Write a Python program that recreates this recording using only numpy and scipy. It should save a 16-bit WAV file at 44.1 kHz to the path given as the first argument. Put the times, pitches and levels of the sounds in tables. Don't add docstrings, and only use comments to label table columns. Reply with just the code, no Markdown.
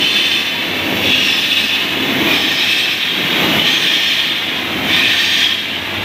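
import sys
import numpy as np
from scipy import signal
from scipy.fft import rfft, irfft, next_fast_len
from scipy.io import wavfile
from scipy.ndimage import uniform_filter1d, minimum_filter1d, map_coordinates

SR = 44100
rng = np.random.default_rng(int(sys.argv[2]) if len(sys.argv) > 2 else 0)


def file_out(sig):
    cols = np.atleast_2d(sig).T
    lim = np.clip(cols, -1, 1)
    pcm = np.round(lim * 32767).astype(np.int16)
    wavfile.write(sys.argv[1], SR, pcm)


N = 266364
t = np.arange(N) / SR

# frequency in Hz, relative level in dB.
ROAR_SPECTRUM = [(25, -54), (45, -33), (65, -29), (90, -25), (120, -5.5), (200, -1), (330, 1), (420, -2.5),
                 (600, -9), (1200, -18), (3000, -72)]
SPATTER_SPECTRUM = [(25, -60), (150, -34), (400, -13), (620, -0.5), (1000, 0), (1400, -3.5), (2200, 3.5),
                    (4000, -14.5), (9000, -29.5)]
# centre in Hz, half-width in Hz, relative level in dB.
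SHAFT_MODES = [(148, 4.8, -15), (204, 19, -3.5), (260, 5.2, 4.5), (323.4, 27, -1), (650, 18, -7)]
BOOM_MODES = [(69, 6, -15), (95.5, 9.6, 5.5)]

def concrete():
    roar_db, spatter_db, boom_db, _ = mix_flow()
    thuds = coloured(impacts(per_s=2500, spread_db=2.5), ROAR_SPECTRUM)
    roar = amp(roar_db + 1.05 * wobble(13)) * (amp(-1.2) * thuds + amp(-4) * resonant(SHAFT_MODES))
    gravel = walls(impacts(per_s=5000, spread_db=2), echo_db=-13.5, longest_s=.03, sway_s=.0003, count=8)
    spatter = amp(spatter_db + 0.57 * wobble(14)) * coloured(gravel, SPATTER_SPECTRUM)
    boom = amp(boom_db) * resonant(BOOM_MODES)
    return roar + spatter + boom


# crest, hold and build-up in seconds, rise of roar, spatter and boom in dB,
# relative mist level in dB, slap pitch in Hz, slap level in dB.
SLUGS = [(-.1, .12, .6, 11, 4.5, 4, -43, 337, -33), (0.941, 0.13, 0.71, 15, 6.5, 13.5, -33.5, 510, -28.5),
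         (2.242, 0.091, 0.87, 14.5, 9.5, 10.5, -31.5, 310, -20),
         (3.413, 0.17, 0.52, 15.5, 10.5, 6.5, -32, 167, -27.5),
         (4.853, 0.14, 0.72, 11, 8, 15, -36.5, 252, -30.5), (5.973, .12, 0.37, 8, 4.5, 14.5, -45, 315, -46)]

def mix_flow(mist_swell_db=14.5):
    roar_db, spatter_db, boom_db = -34.5, -29.5, -47.5
    mist_gain = 0
    for crest_s, hold_s, build_s, roar_rise_db, spatter_rise_db, boom_rise_db, mist_db, *_ in SLUGS:
        load = slug_load(crest_s, hold_s, build_s)
        roar_db += roar_rise_db * load
        spatter_db += spatter_rise_db * load
        boom_db += boom_rise_db * load
        mist_gain += (load > 0) * amp(mist_db - mist_swell_db * (1 - load))
    return roar_db, spatter_db, boom_db, mist_gain


def slug_load(crest_s, hold_s, build_s, break_share=0.39, break_s=0.058, dribble_s=0.66):
    age_s = t - crest_s
    gathered = np.clip(1 + age_s / build_s, 0, 1) ** 1.48
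    left = lambda fall_s: np.clip(1 - (age_s - hold_s) / fall_s, 0, 1)
    return gathered * (break_share * left(break_s) + (1 - break_share) * left(dribble_s))


def slaps(swell_db=23, width_ratio=0.17, low_cut_hz=90):
    out = np.zeros(N)
    for crest_s, hold_s, build_s, *_, pitch_hz, db in SLUGS:
        load = slug_load(crest_s, hold_s, build_s)
        body = resonant([(pitch_hz, width_ratio * pitch_hz, 0)])
        out += (load > 0) * amp(db - swell_db * (1 - load)) * body
    return filtered(out * amp(2.2 * wobble(18)), lambda hz: np.minimum(hz / low_cut_hz, 1) ** 2)


# frequency in Hz, relative level in dB.
JET_SPECTRUM = [(30, -70), (600, -33), (1400, -11), (1750, -5), (2100, -3.5), (2550, 0), (3000, 0),
                (3550, -2), (3950, -5.5), (4300, -15.5), (4800, -25.5), (7000, -37)]
HISS_SPECTRUM = [(200, -66), (2500, -9), (4000, 3), (4400, 5.5), (4750, 1.5), (5250, 1.5), (5900, -1),
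                 (6500, -7.5), (7000, -8.5), (7700, -12.5), (8400, -9.5), (9300, -12.5), (9900, -19),
                 (15500, -18)]
MIST_SPECTRUM = [(300, -70), (6000, 2), (9000, -19), (10000, -35), (10800, -9.5), (11350, 2), (12200, -4.5),
                 (13000, 0.5), (13550, 2), (14400, 1), (15400, -0.5)]

def air():
    jet_gain, hiss_gain, bore_gain, air_mist = air_flow()
    *_, slug_mist = mix_flow()
    sputter = amp(0.5 * wobble(28) + 0.24 * wobble(110))
    flutter = amp(1.5 * wobble(40))
    ring_share = np.interp(20 * np.log10(hiss_gain), [-39, -30], [.25, .72])
    rush = np.sqrt(1 - ring_share) * coloured(turbulence(), JET_SPECTRUM)
    jet = jet_gain * (rush + np.sqrt(ring_share) * flutter * nozzle_ring())
    bore = bore_gain * np.sqrt(ring_share) * resonant([(1827, 64, 0)])
    hollow = turbulence(echo_db=-6, longest_s=.006, sway_s=.00005)
    hiss = hiss_gain * coloured(hollow, HISS_SPECTRUM)
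    sandy_air = turbulence() + 0.45 * impacts(per_s=2300, spread_db=2)
    mist = np.hypot(air_mist, slug_mist) * coloured(sandy_air, MIST_SPECTRUM)
    return sputter * (jet + bore + amp(1.5) * (hiss + mist))


# centre in Hz, half-width in Hz, relative level in dB.
RING_A = [(2620, 80, 1), (3060, 64, -0.5), (3514, 94, 1.5), (4140, 100, -8.5)]
RING_B = [(2596, 64, 1), (2840, 50, -2.5), (3090, 67, -5.5), (3463, 56, 0.5), (3770, 100, -7),
          (4170, 49, -13.5)]
RING_C = [(2420, 100, -2), (2620, 79, -2.5), (3216, 180, 2.5), (3627, 49, 2.5), (3870, 79, -1.5),
          (4370, 46, -12)]
RING_D = [(2480, 180, -3.5), (3230, 180, 1), (3580, 33, 3.5), (3960, 44, -5.5), (4200, 40, -11)]
RING_E = [(2380, 170, -4), (2660, 42, -5), (3006, 29, 2.5), (3240, 70, 1.5), (3595, 71, 1),
          (3960, 130, -7.5)]

def nozzle_ring(lead_s=0.22, fade_s=0.24):
    begun = [np.clip((t - start_s + lead_s) / fade_s, 0, 1) for start_s, *_ in BLASTS] + [np.zeros(N)]
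    crossfades = np.sqrt(np.abs(np.diff(begun, axis=0)))
    return sum(fade * resonant(modes) for fade, (*_, modes) in zip(crossfades, BLASTS))


# start and hold in seconds, release in dB/s, relative jet and hiss levels in dB,
# hiss growth in dB/s, relative bore level in dB, nozzle modes.
BLASTS = [(-.2, .46, 52, -16.5, -27.5, -4, -47, RING_A), (0.987, 0.6, 43, -16.5, -29, 0, -42, RING_B),
          (2.26, 0.46, 54, -18.5, -32, 9.5, -30.5, RING_C),
          (3.602, 0.52, 54, -17.5, -29, -4.5, -27.5, RING_D),
          (4.853, 0.49, 65, -15.5, -28.5, 6, -22.5, RING_E)]
# time in seconds, jet level in dB.
STEADY_AIR = [(0, -20), (.85, -20.5), (2.0, -19.7), (3.0, -18), (3.45, -17), (4.3, -19.5), (4.7, -22),
              (5.9, -23)]

def air_flow(attack_s=.075):
    steady_db = np.interp(t, *np.transpose(STEADY_AIR))
    power = np.outer(amp([0, -19.5, -12.5, -21]), amp(steady_db)) ** 2
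    for start_s, hold_s, release_db_s, jet_db, hiss_db, growth_db_s, bore_db, _ in BLASTS:
        age_s = t - start_s - attack_s
        blast = np.clip(1 + age_s / attack_s, 0, 1) * amp(-release_db_s * np.maximum(age_s - hold_s, 0))
        hiss = blast * amp(hiss_db + growth_db_s * np.clip(age_s, 0, hold_s))
        power += np.array([blast * amp(jet_db), hiss, blast * amp(bore_db), hiss * amp(-12.5)]) ** 2
    return np.sqrt(power)


# start and end in seconds, start and end pitch in Hz, half-width in Hz, level in dB,
# stutter depth 0-1.
SQUEALS = [(0.0, 0.107, 3000, 3055, 110, -17, 0), (0.0, 0.4, 5900, 5850, 110, -42, 0.1),
           (1.05, 1.332, 2716, 2807, 120, -18, 0), (1.056, 1.25, 3290, 3370, 110, -18, 0),
           (1.168, 1.451, 5780, 4970, 200, -28.5, 0), (2.259, 2.384, 2440, 2430, 50, -18, 0),
           (2.29, 2.58, 5180, 5140, 160, -33, 0.2), (2.53, 2.65, 5000, 5190, 90, -30, 0.4),
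           (2.55, 2.998, 2600, 2600, 40, -23, 0), (2.644, 3.016, 5190, 5200, 60, -36, .9),
           (3.492, 3.719, 2960, 3060, 55, -19, 0.3), (3.662, 3.853, 6350, 6100, 280, -33.5, 0),
           (3.799, 4.206, 5400, 5380, 110, -34, 0.2), (4.881, 5.138, 2313, 2620, 110, -17, 0),
           (4.89, 5.012, 3535, 3530, 130, -18, 0.3), (5.138, 5.491, 6330, 6380, 110, -36, 0.2),
           (5.282, 5.622, 3310, 3255, 110, -18, 0), (5.718, 5.81, 3010, 3020, 35, -27, 0)]

def squeals(stutter_hz=12):
    out = np.zeros(N)
    for start_s, end_s, start_hz, end_hz, width_hz, db, stutter in SQUEALS:
        span = (t >= start_s) & (t < end_s)
        progress = (t[span] - start_s) / (end_s - start_s)
        phase = 2 * np.pi * np.cumsum(start_hz + (end_hz - start_hz) * progress) / SR
        lowpass = signal.butter(2, width_hz, fs=SR, output="sos")
        drift = signal.sosfilt(lowpass, rng.standard_normal((2, SR)))[:, -len(progress):]
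        tone = unit(drift[0] * np.cos(phase) + drift[1] * np.sin(phase))
        cycles = stutter_hz * (t[span] - start_s) + 0.12 * wobble(11)[span]
        chirps = 1 - stutter * np.cos(2 * np.pi * cycles)
        out[span] += amp(db) * np.sqrt(np.abs(np.sin(np.pi * progress))) * unit(chirps * tone)
    return out


def turbulence(echo_db=-9.5, longest_s=.012, sway_s=.00007):
    return walls(rng.standard_normal(N), echo_db, longest_s, sway_s, count=6)


def walls(x, echo_db, longest_s, sway_s, count):
    heard = x.copy()
    for delay_s in rng.uniform(longest_s / 10, longest_s, count):
        lag = (delay_s + sway_s * wobble(2.5)) * SR
        heard += amp(echo_db) * x[np.round(np.arange(N) - lag).astype(int) % N]
    return heard


def impacts(per_s, spread_db):
    hits = rng.random(N) < per_s / SR
    return unit(hits * rng.standard_normal(N) * amp(spread_db * rng.standard_normal(N)))


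def resonant(modes):
    response = lambda f: sum(amp(db) / (1 + ((f - hz) / width_hz) ** 2) for hz, width_hz, db in modes)
    return unit(filtered(rng.standard_normal(N), response))


def coloured(x, spectrum):
    knots_hz, db = np.transpose(spectrum)
    return unit(filtered(x, lambda hz: amp(np.interp(np.log(hz + 1), np.log(knots_hz), db))))


def filtered(x, response):
    size = next_fast_len(N + SR // 2)
    return irfft(rfft(x, size) * response(np.fft.rfftfreq(size, 1 / SR)), size)[..., :N]


def wobble(knots_per_s):
    return map_coordinates(rng.standard_normal(int(N * knots_per_s / SR) + 4), [t * knots_per_s])


def amp(db):
    return 10 ** (np.asarray(db) / 20)


def unit(x):
    return x / np.sqrt(np.mean(x ** 2) + 1e-20)


def scene():
    spray = concrete() + slaps() + air() + squeals()
    return np.array([spray, spray])


def record(dry, ceiling=.88, top_hz=15550):
    needed = np.minimum(1, ceiling / (np.abs(dry).max(axis=0) + 1e-9))
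    gain = uniform_filter1d(minimum_filter1d(needed, size=400), size=300)
    return filtered(dry * gain, lambda hz: hz < top_hz)


dry = scene()
out = record(dry)
file_out(out)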